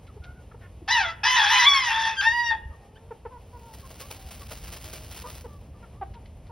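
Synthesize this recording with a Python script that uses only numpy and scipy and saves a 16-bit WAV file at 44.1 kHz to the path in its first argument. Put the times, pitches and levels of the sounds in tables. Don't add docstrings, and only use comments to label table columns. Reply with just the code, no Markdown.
import sys
import numpy as np
from scipy import signal
from scipy.fft import rfft, irfft, next_fast_len
from scipy.io import wavfile
from scipy.ndimage import uniform_filter1d, map_coordinates

SR = 44100
rng = np.random.default_rng(int(sys.argv[2]) if len(sys.argv) > 2 else 0)


def unload_wav(signal):
    wavfile.write(
        sys.argv[1],
        SR,
        np.round(np.clip(np.atleast_2d(signal).T, -1, 1) * 32767).astype(np.int16),
    )


N = 287091
T = np.arange(N) / SR


def amp(db):
    return 10 ** (np.asarray(db) / 20)


def unit(x):
    return x / np.sqrt(np.mean(x ** 2) + 1e-20)


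def along(points, hz):
    f, v = np.transpose(points)
    return np.interp(np.log(hz + 1), np.log(f + 1), v)


def curves(rows):
    s, *cols = np.transpose(rows)
    return [np.interp(T, s, c) for c in cols]


def wobble(rate):
    knots = rng.standard_normal(int(N * rate / SR) + 4)
    return map_coordinates(knots, [T * rate])


def filtered(x, response):
    size = next_fast_len(N + SR // 2)
    hz = np.fft.rfftfreq(size, 1 / SR)
    return irfft(rfft(x, size) * response(hz), size)[..., :N]


def coloured(x, spectrum):
    return unit(filtered(x, lambda hz: amp(along(spectrum, hz))))


def band(x, lo_hz, hi_hz, order=12):
    return filtered(x, lambda hz: 1 / (1 + (hz / hi_hz) ** order) - 1 / (1 + (hz / lo_hz) ** order))


def steady(x, window):
    power = np.abs(uniform_filter1d(x * x, int(window * SR)))
    return x / np.sqrt(power + 1e-9)


def add(track, s, sound):
    start = max(round(s * SR), 0)
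    track[start:start + len(sound)] += sound[:max(N - start, 0)]


def rise_and_fade(peak_s):
    t = np.arange(SR // 5) / SR
    return t / peak_s * np.exp(1 - t / peak_s)


def grit(rate, spread_db):
    hits = rng.random(N) < rate / SR
    return unit(hits * rng.standard_normal(N) * amp(spread_db * rng.exponential(size=N)))


# t/s, relative level/dB
RUMBLE_LEVEL = [(0, -44), (1.5, -48), (3.0, -48), (4.6, -43), (6.5, -43.5)]
# f/Hz, relative level/dB
RUMBLE_TONE = [(18, -48.5), (30, -17.5), (48, -0.5), (68, 1.5), (110, -6), (170, -12.5), (300, -21),
               (1500, -74)]
AIR_TONE = [(100, -20), (250, 7.5), (450, 20.5), (900, 13), (1500, 0.5), (2800, 3), (4000, -4.5),
            (11000, -7), (15500, -18.5)]


def background(rumble_db=-1, air_db=-58):
    level, = curves(RUMBLE_LEVEL)
    rumble_noise = rng.standard_normal(N) + .045 * rng.standard_normal((2, N))
    rumble = amp(level + rumble_db) * coloured(rumble_noise, RUMBLE_TONE)
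    air_noise = rng.standard_normal(N) + 0.29 * rng.standard_normal((2, N))
    hiss = amp(air_db + wobble(24)) * coloured(air_noise, AIR_TONE)
    return rumble + hiss


# t/s, relative level/dB
PECK_TIMES = [(0.066, -47.5), (0.2356, -40), (6.136, -44), (6.254, -48), (6.4644, -48.5)]


def pecks(peck_db=-11, peck_rise=0.0069):
    peck = np.zeros(N)
    for s, db in PECK_TIMES:
        add(peck, s, amp(db + peck_db) * rise_and_fade(peck_rise))
    return peck * unit(band(grit(rate=3700, spread_db=3.0), 1200, 4200, order=4))


def soft_call(length, start_hz, glide, beak_hz, arch=0.023, sharpness=3.96, fall_db=5, rough=0.03, count=10):
    u = np.linspace(0, 1, int(length * SR))
    k = np.arange(1, count + 1)[:, None]
    swell = np.abs(np.sin(np.pi * u))
    arching = 1 + arch * min(0.01 / length, 1) ** 2 * (swell - .7)
    pitch = start_hz * 2 ** (glide * u) * arching
    waver = 1 + rough * map_coordinates(rng.standard_normal(200), [u * length * 300])
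    phase = 2 * np.pi * np.cumsum(pitch * waver) / SR
    ratio = k * pitch / beak_hz
    gains = amp(-fall_db * np.maximum(ratio - 1, 0)) / np.hypot(1, sharpness * (ratio - 1 / ratio))
    return unit(swell ** 0.36 * (gains * np.sin(k * phase)).sum(0))


# t/s, length/s, starting pitch before the arch f/Hz, glide/octaves, level/dB
WHINE_NOTES = [(0.074, 0.035, 720, -0.28, -58.5), (0.219, .115, 728, 0, -54), (.35, .07, 725, 0, -59),
               (2.704, .05, 655, -.22, -59), (2.773, 0.37, 390, 0.33, -61), (2.956, 0.026, 1400, .4, -57),
               (3.307, 0.077, 511, -0.12, -46.5), (3.528, 0.052, 493, -0.072, -47.5),
               (3.574, 0.19, 478, -0.12, -54), (3.826, 0.044, 550, -0.075, -53),
               (4.009, 0.061, 524, 0.14, -53), (4.128, .19, 403, -0.13, -59.5), (4.41, .03, 576, -.05, -52),
               (4.845, 0.23, 316, -0.027, -57), (5.239, 0.032, 483, 0.016, -40.5),
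               (5.247, 0.053, 605, -0.0079, -48.5), (5.469, 0.11, 601, -0.076, -59),
               (5.74, .05, 586, .03, -61), (5.94, 0.07, 546, .14, -62.5), (6.143, 0.04, 486, -0.12, -50.5),
               (6.494, 0.035, 479, -0.12, -46)]
WHINE_BEAK = 1.66


def whines():
    out = np.zeros(N)
    for s, length, hz, glide, db in WHINE_NOTES:
        call = soft_call(length, hz, glide, WHINE_BEAK * hz, sharpness=6.9, fall_db=10.5, rough=0.026)
        add(out, s, amp(db) * call)
    return out


# t/s, length/s, pitch halfway through the fall f/Hz, level/dB, beak resonance f/Hz
CLUCK_NOTES = [(0.164, 0.021, 425, -47, 485), (.513, .014, 429, -52, 1270), (0.543, 0.012, 437, -46.5, 590),
               (.61, .065, 361.5, -56, 1650), (0.817, 0.015, 338, -45.5, 322),
               (3.107, .022, 454.4, -37.5, 612), (3.251, 0.0222, 472.5, -36.5, 652),
               (5.442, 0.028, 464, -42, 613), (5.826, .028, 456, -52.5, 1175),
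               (6.012, .026, 388.6, -32.5, 720)]
CLUCK_FALL_OCT, CLUCK_S = .18, 0.023


def clucks():
    out = np.zeros(N)
    for s, length, hz, db, beak_hz in CLUCK_NOTES:
        fall = CLUCK_FALL_OCT * min(CLUCK_S / length, 1) ** 2
        start_hz = hz * 2 ** (fall / 2)
        call = soft_call(length, start_hz, -fall, beak_hz, arch=0.05, sharpness=3.3, rough=0.032)
        add(out, s, amp(db) * call)
    return out


# t/s, relative level/dB
BUMP_TIMES = [(0.2, -31), (2.622, -33.5), (2.655, -26.5), (2.699, -28), (3.39, -36), (4.25, -31),
              (4.65, -33), (4.841, -34), (6.107, -28)]


def bumps(bump_db=-4, bump_hz=66, bump_life=0.0082):
    out, t = np.zeros(N), np.arange(SR // 5) / SR
    for (s, db), detune in zip(BUMP_TIMES, rng.standard_normal(len(BUMP_TIMES))):
        tone = np.sin(2 * np.pi * bump_hz * np.exp(0.08 * detune) * t)
        add(out, s, amp(db + bump_db) * rise_and_fade(bump_life) * tone)
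    return out


# start t/s, held until t/s, end t/s, attack/s, release/s, relative level/dB,
# fade by the end/dB (negative: it grows), roughness/0-1, rasp at the start/s,
# relative chest level/dB, relative edge level/dB
CROW_NOTES = [(.877, 1.0, 1.103, 0.017, .014, -27, 10.5, .3, 0.027, -2.5, -2),
              (1.233, 1.71, 2.12, 0.0069, .03, -26.5, 7.5, .68, 0.019, -3.5, 0.5),
              (2.168, 2.2, 2.212, 0.038, .006, -37, -2, .1, .003, -17.5, 1.5),
              (2.215, 2.51, 2.505, .02, .018, -31, -1, 0.1, 0.038, -7, -5)]
# t/s, f/Hz
CROW_PITCH = [
    [(.882, 760), (.92, 994), (.945, 987), (.98, 900), (1.01, 787.4), (1.06, 676), (1.11, 660)],
    [(1.238, 830), (1.27, 1011), (1.355, 1009), (1.408, 850), (1.46, 805), (1.505, 889), (1.525, 1015),
     (1.6, 1005), (1.635, 943), (1.67, 1156), (1.745, 1112), (1.81, 1032), (1.91, 901), (2.085, 902.3),
     (2.155, 849.3)],
    [(2.165, 1612), (2.21, 1571)],
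    [(2.218, 809), (2.268, 912.5), (2.335, 951.7), (2.39, 959), (2.468, 941), (2.5, 923.6), (2.535, 848),
     (2.58, 810)],
]
# t/s, half-width/s, louder by/dB, # more chest/dB, more edge/dB
CROW_SWELLS = [(.93, 0.021, 1, -4.5, 5), (1.305, 0.017, -5, -1, 4.5), (1.68, .025, 2, -4.5, 4),
               (1.84, 0.049, -4.5, 0, 0), (2.14, .04, -5, -3, 0), (2.27, 0.021, 7, 0.5, -2),
               (2.462, 0.0083, -7.5, 7, 7), (2.5, 0.011, 6.5, -9.5, -6.5), (2.524, .016, 3.5, 14.5, -2)]
CLEAR_HZ, CLEAR_SPAN_HZ = 1241, 344
LOUDER_DB_PER_OCT, BRIGHTER_DB_PER_OCT = 4, 2.5
CRACK, CRACK_END, CRACK_END_S = .85, .5, .015
TREMOR_DB, TREMOR_RATE = 1.1, 30


def effort():
    pitch, = curves([point for note in CROW_PITCH for point in note])
    height = np.log2(pitch / 1000)
    hoarse = np.clip((CLEAR_HZ - pitch) / CLEAR_SPAN_HZ, 0, 1)
    gain, rough, chest, edge = np.zeros((4, N))
    for (start, held, end, attack, release, db, fade_db,
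         roughness, rasp_s, chest_db, edge_db) in CROW_NOTES:
        age = np.maximum(T - start, 0)
        faded = np.clip((T - held) / max(end - held, .001), 0, 1)
        swell = np.sqrt(np.minimum(age / attack, 1))
        dying = np.exp(-np.maximum(T - end, 0) / release)
        gain = gain + amp(db - fade_db * faded) * swell * dying
        crack = CRACK * np.exp(-(age / rasp_s) ** 4)
        crack = crack + CRACK_END * np.clip(.5 + (T - end) / CRACK_END_S, 0, 1)
        started = T >= start
        rough = np.where(started, np.maximum(roughness * hoarse, crack), rough)
        chest = np.where(started, chest_db, chest)
        edge = np.where(started, edge_db, edge)
    for s, width, db, chest_db, edge_db in CROW_SWELLS:
        push = np.exp(-((T - s) / width) ** 2)
        gain = gain * amp(db * push)
        chest, edge = chest + chest_db * push, edge + edge_db * push
    gain = gain * amp(LOUDER_DB_PER_OCT * height + TREMOR_DB * wobble(TREMOR_RATE))
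    return pitch, np.clip(rough, 0, 1), gain, chest, edge + BRIGHTER_DB_PER_OCT * height


def voice_side(hz, rough, jitter=0.022, waver=0.011815, blur=0.085, shimmer=.45, uneven_db=6.5):
    drift = rough ** 0.79 * waver * wobble(110) + rough * jitter * wobble(500)
    phase = 2 * np.pi * np.cumsum(hz * (1 + drift)) / SR
    tone = np.zeros(N)
    for k in np.arange(1, 14):
        lag = k * k * (1 + blur * rough * wobble(700))
        level = amp(uneven_db * rough ** .25 * wobble(40.053)) / np.hypot(1, k / 5)
        tone += level * np.cos(k * phase + lag)
    return unit(tone) * (1 + shimmer * rough * wobble(600)), phase


# f/Hz, relative level/dB
THROAT_TONE = [(300, -53), (600, -18), (800, -1), (1030, 1.5), (1280, 5.5), (1850, 5.5), (2800, -2.5),
               (3450, -1.5), (4300, -13), (4800, -7.5), (6100, -9.5), (8300, -33), (11000, -26),
               (16000, -45)]


def crow(rasp=0.79, second=0.47, second_hz=850, chest_db=0, beak_db=0, edge_db=0):
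    pitch, rough, gain, chest, edge = effort()
    lead, phase = voice_side(pitch, rough)
    other, _ = voice_side(second_hz * (1 + .025 * wobble(25)), rough)
    puffs = (1 + .7 * np.cos(phase)) * amp(2.5 * wobble(220))
    air = unit(rng.standard_normal(N) * puffs)
    air = air + .4 * band(air, 4000, 20000, order=4)
    source = np.sqrt(1 - rough ** 2) * lead + second * rough * other + rasp * rough * air
    voice = coloured(source, THROAT_TONE)
    low = steady(band(voice, 300, 1250), .02)
    middle = steady(band(voice, 1250, 2500), .02)
    high = steady(band(voice, 2500, 20000), .02)
    return gain * (amp(chest + chest_db) * low + amp(beak_db) * middle + amp(edge + edge_db) * high)


# t/s, relative level/dB, body level relative to that/dB
BATH_STROKES = [(3.735, -38.5, -13), (3.901, -39, 1), (3.997, -32, -27), (4.103, -32, -4),
                (4.307, -32, -12), (4.509, -32.5, 3), (4.635, -35, -27), (4.718, -30, -30),
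                (4.84, -34, -25), (4.927, -28, -28), (5.108, -34, -30), (5.159, -32.5, -20),
                (5.35, -36, -30)]
# f/Hz, relative level/dB
SOIL_TONE = [(150, -8), (400, 1), (900, -1.5), (1800, -5), (2800, -1), (3600, -5), (5000, -3.5),
             (9000, -7.5), (12000, -6.5), (16000, -6)]
BATH_START_S, BATH_FULL_S, BATH_STOP_S = 3.62, 4.6, 5.343
BUILD_DB_PER_S, SETTLE_DB_PER_S = 6.5, 78.5


def dust_bath(shower_db=-48, thrown_db=-17, stroke_db=-11, body_db=-11, rise=0.0074, flight=0.014,
              lead_in=0.11):
    build = BUILD_DB_PER_S * np.maximum(BATH_FULL_S - T, 0)
    settle = SETTLE_DB_PER_S * np.maximum(T - BATH_STOP_S, 0)
    falling = amp(shower_db - build - settle) / (1 + np.exp((BATH_START_S - T) / lead_in))
    sweep, body = np.zeros(N), np.zeros(N)
    for s, db, low_db in BATH_STROKES:
        add(sweep, s, amp(db + stroke_db) * rise_and_fade(rise))
        add(body, s, amp(db + low_db + body_db) * rise_and_fade(rise))
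        add(falling, s, amp(db + thrown_db) * rise_and_fade(flight))
    grains = grit(rate=3000, spread_db=1.5) + 0.44 * rng.standard_normal(N)
    grains = unit(grains * amp(1.4 * wobble(250)))
    shower = falling * amp(1.8 * wobble(60)) * coloured(grains, SOIL_TONE)
    scrape = sweep * coloured(grit(rate=10000, spread_db=-1), SOIL_TONE)
    feathers = body * unit(band(rng.standard_normal(N), 340, 830, order=3))
    return shower + scrape + feathers


# f/Hz, width f/Hz, level over the direct sound/dB
PEN_RESONANCES = [(888, 23, 3.5), (1012, 27, -3), (1638, 50, -2), (1836, 32, 5), (2006, 38, -4),
                  (2567, 27, 0.5), (3405, 63, 2), (3655, 33, 1)]


def resonate(x):
    def response(f):
        total = 1
        for hz, width, db in PEN_RESONANCES:
            total = total + amp(db) * 1j * f * width / (hz * hz - f * f + 1j * f * width)
        return total
    return filtered(x, response)


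# f/Hz, decay/s
PEN_RING = [(200, .3), (900, 0.94), (1900, 0.67), (3000, 0.76), (4500, 0.16), (12000, 0.16)]


def pen(x, near_db, wide_db, far_db, near_t60=0.15):
    hz, t, z = signal.stft(rng.standard_normal((2, SR)), SR, nperseg=256)

    def tail(t60):
        noise = signal.istft(z * amp(-60 * t / t60), SR, nperseg=256)[1]
        return noise / np.linalg.norm(noise[0])

    near, far = tail(near_t60), tail(along(PEN_RING, hz)[:, None])
    tails = amp([[near_db], [wide_db]]) * near + amp(far_db) * far
    delayed = np.pad(x, (SR // 300, 0))[None]
    mid, side = signal.fftconvolve(delayed, tails, axes=1)[:, :N]
    side = band(side, 200, 1800, order=2)
    return np.array([x + mid + side, x + mid - side])


def scene():
    balance = amp([[.3], [-.3]])
    crowing = pen(resonate(crow()), near_db=-6.5, wide_db=-5.5, far_db=-22) * balance
    close_by = pecks() + whines() + clucks() + dust_bath()
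    flock = pen(close_by, near_db=-12, wide_db=-15.0, far_db=-28)
    return crowing + flock + background() + bumps()


# f/Hz, phase/radians
CHANNEL_PHASE = [(0, 0), (5000, .2), (6950, 2.95), (8300, 3.7), (9900, 6.28), (11000, 6.28), (12700, 9.0),
                 (14400, 9.8), (15700, 12)]
TOP_HZ = 15800


def record(dry):
    def response(hz):
        turn = np.interp(hz, *np.transpose(CHANNEL_PHASE)) / 2
        return np.exp(1j * np.array([turn, -turn])) * (hz < TOP_HZ)
    return filtered(dry, response)


dry = scene()
out = record(dry)
unload_wav(out)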